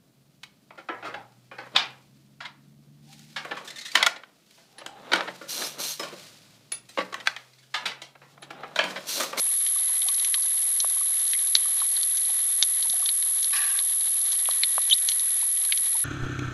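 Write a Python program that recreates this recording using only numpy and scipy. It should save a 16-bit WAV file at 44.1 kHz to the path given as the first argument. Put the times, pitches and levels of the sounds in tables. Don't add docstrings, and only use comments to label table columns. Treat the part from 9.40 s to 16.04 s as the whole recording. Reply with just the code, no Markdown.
import sys
import numpy as np
from scipy import signal
from scipy.fft import rfft, irfft, next_fast_len
from scipy.io import wavfile
from scipy.ndimage import uniform_filter1d

SR = 44100
rng = np.random.default_rng(int(sys.argv[2]) if len(sys.argv) > 2 else 0)


def materialize(psi):
    bounded = np.clip(np.atleast_2d(psi).T, -1, 1)
    quanta = np.round(bounded * 32767).astype(np.int16)
    wavfile.write(sys.argv[1], SR, quanta)


N = 292816

# (frequency [Hz], gain [dB])
WHINE_BUZZ = [(3000, -10), (5000, 9), (6000, 9), (7000, 9), (8000, 8.5), (9800, 8), (10330, 6.5),
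              (10660, 2.5), (10820, -0.56), (11000, -6), (11470, -24), (12000, -48)]
MIRROR_BUZZ = [(9000, -46), (10330, -23), (10820, -2.5), (11200, -0.5), (11470, -1.5), (11880, -9),
               (12130, -44), (12400, -48)]
# (time [s], level [dB], centre [Hz], body lift [dB], edge lift [dB])
NEAR_SNAPS = [(0.2653, -34, 3500, 2, 4), (0.3884, -39.5, 3500, 0, -5), (0.6199, -35, 3800, 8, -9),
              (0.6858, -28.5, 3470, 4, 6), (0.7445, -37, 4400, -5, 12), (0.7973, -35, 3800, 0, 1),
              (0.847, -31, 4200, 20, 20), (0.9423, -24.5, 2600, 7, -2), (1.0235, -37, 4500, -16, 4),
              (1.4026, -25, 4060, -5, 9), (1.7981, -39.5, 3900, -11, 8), (1.9096, -39.0, 4000, -1, 16),
              (1.9339, -29, 3200, 16, 3), (1.9913, -36, 3800, 10, -14), (2.0714, -36.5, 3850, -4, 4),
              (2.1525, -13, 4200, 5, 4), (2.4017, -35.5, 4100, 4, -6), (2.5668, -31.5, 4280, -10, -12),
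              (2.6313, -30, 4100, -18, -7), (2.7712, -34.0, 3500, -6, 11), (2.8515, -37.5, 4100, -6, -5),
              (3.226, -15.5, 3770, -5.5, 4.5), (3.4266, -30.5, 3700, -8, -4), (3.4986, -29.5, 3800, -6, 13),
              (3.527, -35.5, 3600, 0, 2), (3.659, -28, 3530, 3, 2), (3.6895, -26.5, 3900, 1, -20),
              (3.8259, -34, 3800, 13, -6), (4.0289, -33.5, 4100, 0, 9), (4.0445, -30.5, 3700, -3, 10),
              (4.3901, -28.5, 3800, -2, -9), (4.9198, -33.5, 3400, -4, 13), (4.93, -35, 4000, -11, -5),
              (4.9916, -36.5, 3850, -5, -5), (5.0564, -36.5, 3000, 24, 3), (5.1112, -32.0, 4000, 0, -16),
              (5.2346, -19.5, 3600, 4.5, -16), (5.419, -38.5, 3750, 3, -5), (5.4989, -30, 3600, 2, 7),
              (5.688, -22.5, 3400, 0, 10), (5.718, -30, 4400, 1, 3), (5.7955, -33.5, 3680, -2, 9),
              (6.2508, -36, 4300, 8, 6), (6.323, -22.0, 2740, 18, -5), (6.3753, -31.5, 4120, -2, 3)]
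# (frequency [Hz], gain [dB])
SNAP_COLOUR = [(50, -53), (500, -35), (1100, -26), (1400, -19), (2200, -11), (2700, -16), (3200, -1.5),
               (3900, 1.5), (4500, -1), (5100, -12), (5900, -7), (7000, -15.5), (10000, -20.5),
               (12500, -65)]
# (time [s], level [dB], ring [Hz])
HOUSING_KNOCKS = [(1.445, -22, 1060), (5.088, -19, 1096), (5.38, -14, 1110)]
# (frequency [Hz], gain [dB])
KNOCK_RESPONSE = [(60, -49), (250, -27), (500, -8.5), (800, 6.5), (1100, 4), (1400, 0), (1800, -15.5),
                  (3000, -15), (4500, -32), (9000, -60)]
# (pitch [Hz], spread [Hz], relative level [dB])
CLOUD_SIZES = [(846, 57, -17), (1142, 36, -5.5), (1656, 57, 3.5), (1894, 48, -2.5), (2590, 200, 1),
               (4110, 460, 1.5)]
# (time [s], level before lift [dB], pitch [Hz])
CLEAR_BUBBLES = [(0.053, -47.5, 770), (0.083, -44, 2630), (0.359, -40, 1175), (0.493, -43, 950),
                 (0.659, -41, 770.0), (0.687, -38.5, 1154), (0.945, -42, 1180), (0.975, -44, 1090.0),
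                 (1.565, -42, 1090.0), (1.61, -39.5, 1150.0), (1.947, -34.5, 2120), (2.253, -41, 1157),
                 (2.414, -31.5, 1090), (2.895, -41, 815), (3.452, -43, 875), (3.533, -41.0, 690),
                 (3.598, -43, 740), (3.623, -38, 1130), (4.404, -43, 1140), (6.025, -42, 950),
                 (6.29, -39, 1560.0), (6.55, -36, 910.0)]
# (time [s], peak level [dB], pitch [Hz])
HANDLING_BUMPS = [(0.048, -57, 190), (0.855, -61, 163), (2.706, -61, 199), (3.262, -59, 178),
                  (3.489, -50, 192), (4.994, -63, 129), (5.643, -59, 227), (6.4, -59, 205)]
# (frequency [Hz], relative level [dB])
WASH_SPECTRUM = [(30, -46), (90, -37), (190, -19), (300, -23), (720, -10.5), (1150, -7), (1350, -13),
                 (1900, -4), (2600, -11.5), (3500, 0.5), (4200, -1.5), (5100, -14), (6300, -9),
                 (11500, -13.5)]
# (multiple of shaft speed [1], relative level [dB])
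SHAFT_ORDERS = [(3, -12.5), (4, -0.5), (5, -8), (7, -4.5)]
# (time [s], level [dB])
MOTOR_SWELL = [(0, -72), (.5, -53), (2.2, -63), (2.6, -55.5), (3.3, -55.5), (3.8, -69), (4.8, -69),
               (5.05, -52), (6.64, -55.5)]


def gain_of(db):
    return 10 ** (np.asarray(db) / 20)


def unit_rms(x):
    return x / np.sqrt(np.mean(x ** 2) + 1e-20)


def unit_peak(x):
    return x / (abs(x).max() + 1e-20)


def wander(size, smooth_samples):
    return unit_rms(uniform_filter1d(rng.standard_normal(size), size=smooth_samples))


def db_at(spectrum, hz):
    points_hz, db = np.transpose(spectrum)
    return np.interp(np.log(hz + 1), np.log(points_hz + 1), db)


def add(mix, s, sound):
    part = mix[max(round(s * SR), 0):][:len(sound)]
    part += sound[:len(part)]


def ringing(db):
    log_gain = np.log(gain_of(np.r_[db, db[-2:0:-1]]))
    return np.fft.ifft(np.exp(np.conj(signal.hilbert(log_gain)))).real


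def short_axes(size=2048):
    return np.arange(size) / SR, np.fft.rfftfreq(size, 1 / SR)


def camera_whine(whine_hz=10780.85, mirror_hz=11269.15, flips_per_s=81.673, first_flip_s=.00592):
    size = next_fast_len(N + SR // 4)
    t, hz = np.arange(size) / SR, np.fft.fftfreq(size, 1 / SR)
    swing = np.sin(np.pi * flips_per_s * (t - first_flip_s))
    flips = np.clip(swing * SR / (np.pi * flips_per_s), -1, 1)
    out = np.zeros(N)
    for tone_hz, db, colour in ((whine_hz, -25.5, WHINE_BUZZ), (mirror_hz, -30, MIRROR_BUZZ)):
        lines = np.fft.fft(flips * np.exp(2j * np.pi * tone_hz * t)) * (hz > 0)
        out += np.sqrt(2) * np.fft.ifft(lines * gain_of(db + db_at(colour, abs(hz)))).real[:N]
    return out


def snap(centre_hz, body_db, edge_db, ring_s=.0018, echo_db=-24, echo_s=.011):
    t, hz = short_axes()

    def band(middle_hz, octaves):
        return np.exp(-(np.log2((hz + 1) / middle_hz) / octaves) ** 2)

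    colour = db_at(SNAP_COLOUR, hz) + 5 * band(centre_hz, .13)
    colour += body_db * band(2270, .76) + edge_db * band(6180, .28)
    bounce_s = .0105 * rng.uniform(.58, 1.37)
    bounce = gain_of(-19) * np.exp(-((t - bounce_s) / .0019) ** 2)
    tail = gain_of(echo_db) * np.exp(-t / echo_s)
    burst = rng.standard_normal(len(t)) * (np.exp(-t / ring_s) + bounce + tail)
    burst[0] += 3
    sound = signal.fftconvolve(burst, ringing(colour))[:len(t)]
    return sound * np.sqrt(.012 * SR) / np.linalg.norm(sound)


def near_shrimp():
    out = np.zeros(N)
    for s, db, centre_hz, body_db, edge_db in NEAR_SNAPS:
        add(out, s, gain_of(db) * snap(centre_hz, body_db, edge_db))
    return out


def housing_knocks(rebound_gain=.44, rebound_s=.001774, lag_s=.00069, usual_ring_hz=1100):
    out = np.zeros(N)
    _, hz = short_axes()
    for s, db, ring_hz in HOUSING_KNOCKS:
        colour = db_at(KNOCK_RESPONSE, hz * usual_ring_hz / ring_hz)
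        tap = gain_of(db) * unit_peak(ringing(colour))
        add(out, s + lag_s, tap)
        add(out, s + lag_s + rebound_s, rebound_gain * tap)
    return out


def housing_squeak(start_s=5.5075, length_s=.037, pitch_hz=3033, grip_s=.02, echo_s=.029):
    t = np.arange(0, length_s, 1 / SR)
    grip = .5 + .5 * np.tanh((t - grip_s) / .00092)
    swoops = np.exp(-t / .0019) + np.exp((t - length_s) / .0011)
    hz = pitch_hz * (1 + .92 * swoops + grip * (.14 + 17 * (t - grip_s)))
    attack = np.minimum(t / .004, 1)
    release = np.exp(-np.maximum(t - .025, 0) / .0049)
    level = gain_of(-17.5 + 6.5 * grip) * attack * release
    phase = 2 * np.pi * np.cumsum(hz * (1 + .022 * wander(len(t), 24))) / SR
    tone = np.sqrt(2) * level * (np.sin(phase) + gain_of(-21) * np.sin(2 * phase))
    lag, _ = short_axes()
    scatter = rng.standard_normal(len(lag)) * np.exp(-lag / echo_s)
    echo = gain_of(-22) * signal.fftconvolve(tone, scatter / np.linalg.norm(scatter))
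    out = np.zeros(N)
    add(out, start_s, tone)
    add(out, start_s, echo)
    return out


def plink(hz, rise_s, decay_s, glide_per_s=0, wobble=.045):
    t, _ = short_axes(size=4096)
    pitch_hz = hz * (1 + glide_per_s * t + wobble * wander(len(t), 100))
    phase = 2 * np.pi * np.cumsum(pitch_hz) / SR
    envelope = (1 - np.exp(-t / rise_s)) ** 2 * np.exp(-t / decay_s)
    return unit_peak(envelope * np.sin(phase))


def bubble_cloud(start_s=4.126, length_s=.31, per_s=1500, decay_cycles=7, fade_db_per_s=50):
    lead_s = .026
    t = np.arange(-lead_s, length_s, 1 / SR)
    cloud = np.zeros(len(t))
    for k, s in enumerate(np.arange(0, t[-1] - t[0], 1 / per_s)):
        hz, spread_hz, db = CLOUD_SIZES[k % len(CLOUD_SIZES)]
        pitch, loud, late = rng.standard_normal(3)
        bubble = plink(hz + spread_hz * pitch, rise_s=.0021, decay_s=decay_cycles / hz,
                       glide_per_s=1.4, wobble=.018)
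        add(cloud, s + .004 * late, gain_of(db + 3 * loud) * bubble)
    fizz_band = signal.butter(2, [1600, 6000], "bandpass", fs=SR, output="sos")
    fizz = unit_rms(signal.sosfilt(fizz_band, rng.standard_normal(len(t))))
    surge = gain_of(-9) + gain_of(-2) * np.exp(-((t - .043) / .0099) ** 2)
    gate = np.clip(np.minimum(t / .0066, (length_s - t) / .067), 0, 1)
    level = gate * gain_of(-30.5 - fade_db_per_s * t)
    out = np.zeros(N)
    add(out, start_s - lead_s, level * (unit_rms(cloud) + surge * fizz))
    return out


def single_bubbles(clear_lift_db=1, faint_per_s=32, tiny_per_s=9):
    out = np.zeros(N)
    for s, db, hz in CLEAR_BUBBLES:
        add(out, s, gain_of(db + clear_lift_db) * plink(hz, rise_s=.002, decay_s=.0065, wobble=.055))
    for when, size, pitch in rng.random((int(faint_per_s * N / SR), 3)):
        db = -50 - .5 * np.log(1 - .95 * size)
        bubble = plink(760 * 3.2 ** pitch, rise_s=.00057, decay_s=.0024, glide_per_s=1.1)
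        add(out, when * N / SR, gain_of(db) * bubble)
    for when, pitch in rng.random((int(tiny_per_s * N / SR), 2)):
        tick = plink(1500 + 1200 * pitch, rise_s=.0007, decay_s=.0041, glide_per_s=1.5)
        add(out, when * N / SR, gain_of(-44) * tick)
    return out


def far_shrimp(per_s=45, faintest_db=-52, spread_db=4, range_db=11.5):
    out = np.zeros(N)
    for when, nearness, pitch, body, edge in rng.random((int(per_s * N / SR), 5)):
        db = faintest_db + min(-spread_db * np.log(1 - nearness), range_db)
        tick = snap(3000 + 1600 * pitch, -3 + 14 * body, -5 + 18 * edge, ring_s=.0013, echo_db=-35)
        add(out, when * N / SR, gain_of(db) * tick)
    return out


def water_wash(level_db=-43, flutter_db=1.86):
    size = next_fast_len(N)
    colour = gain_of(db_at(WASH_SPECTRUM, np.fft.rfftfreq(size, 1 / SR)))
    hiss = irfft(rfft(rng.standard_normal(size)) * colour, size)[:N]
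    flutter = gain_of(flutter_db * wander(N, 1200))
    return gain_of(level_db) * unit_rms(hiss * flutter)


def handling_bumps():
    out = np.zeros(N)
    for s, db, hz in HANDLING_BUMPS:
        add(out, s, gain_of(db) * plink(hz, rise_s=.0047, decay_s=.0072, glide_per_s=-.38))
    return out


def distant_motor(start_hz=514, end_hz=482, slowing_s=6.1, waver=.00294):
    t = np.arange(N) / SR
    shaft_hz = end_hz + (start_hz - end_hz) * np.maximum(1 - t / slowing_s, 0) ** 2
    phase = 2 * np.pi * np.cumsum(shaft_hz * (1 + waver * wander(N, 1500))) / SR
    tone = sum(gain_of(db) * np.sin(order * phase) for order, db in SHAFT_ORDERS)
    level = gain_of(np.interp(t, *np.transpose(MOTOR_SWELL)))
    return level * unit_rms(tone)


def scene():
    sea = near_shrimp() + far_shrimp() + single_bubbles() + bubble_cloud()
    background = water_wash() + distant_motor()
    housing = housing_knocks() + handling_bumps() + housing_squeak()
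    return (sea + background + housing + camera_whine())[None]


def record(dry, band_limit_hz=12300):
    clipped = np.clip(dry, -.745, .72)
    lowpass = signal.firwin(511, band_limit_hz, window=("kaiser", 9), fs=SR)
    return signal.oaconvolve(clipped, lowpass[None], "same")


dry = scene()
out = record(dry)
materialize(out)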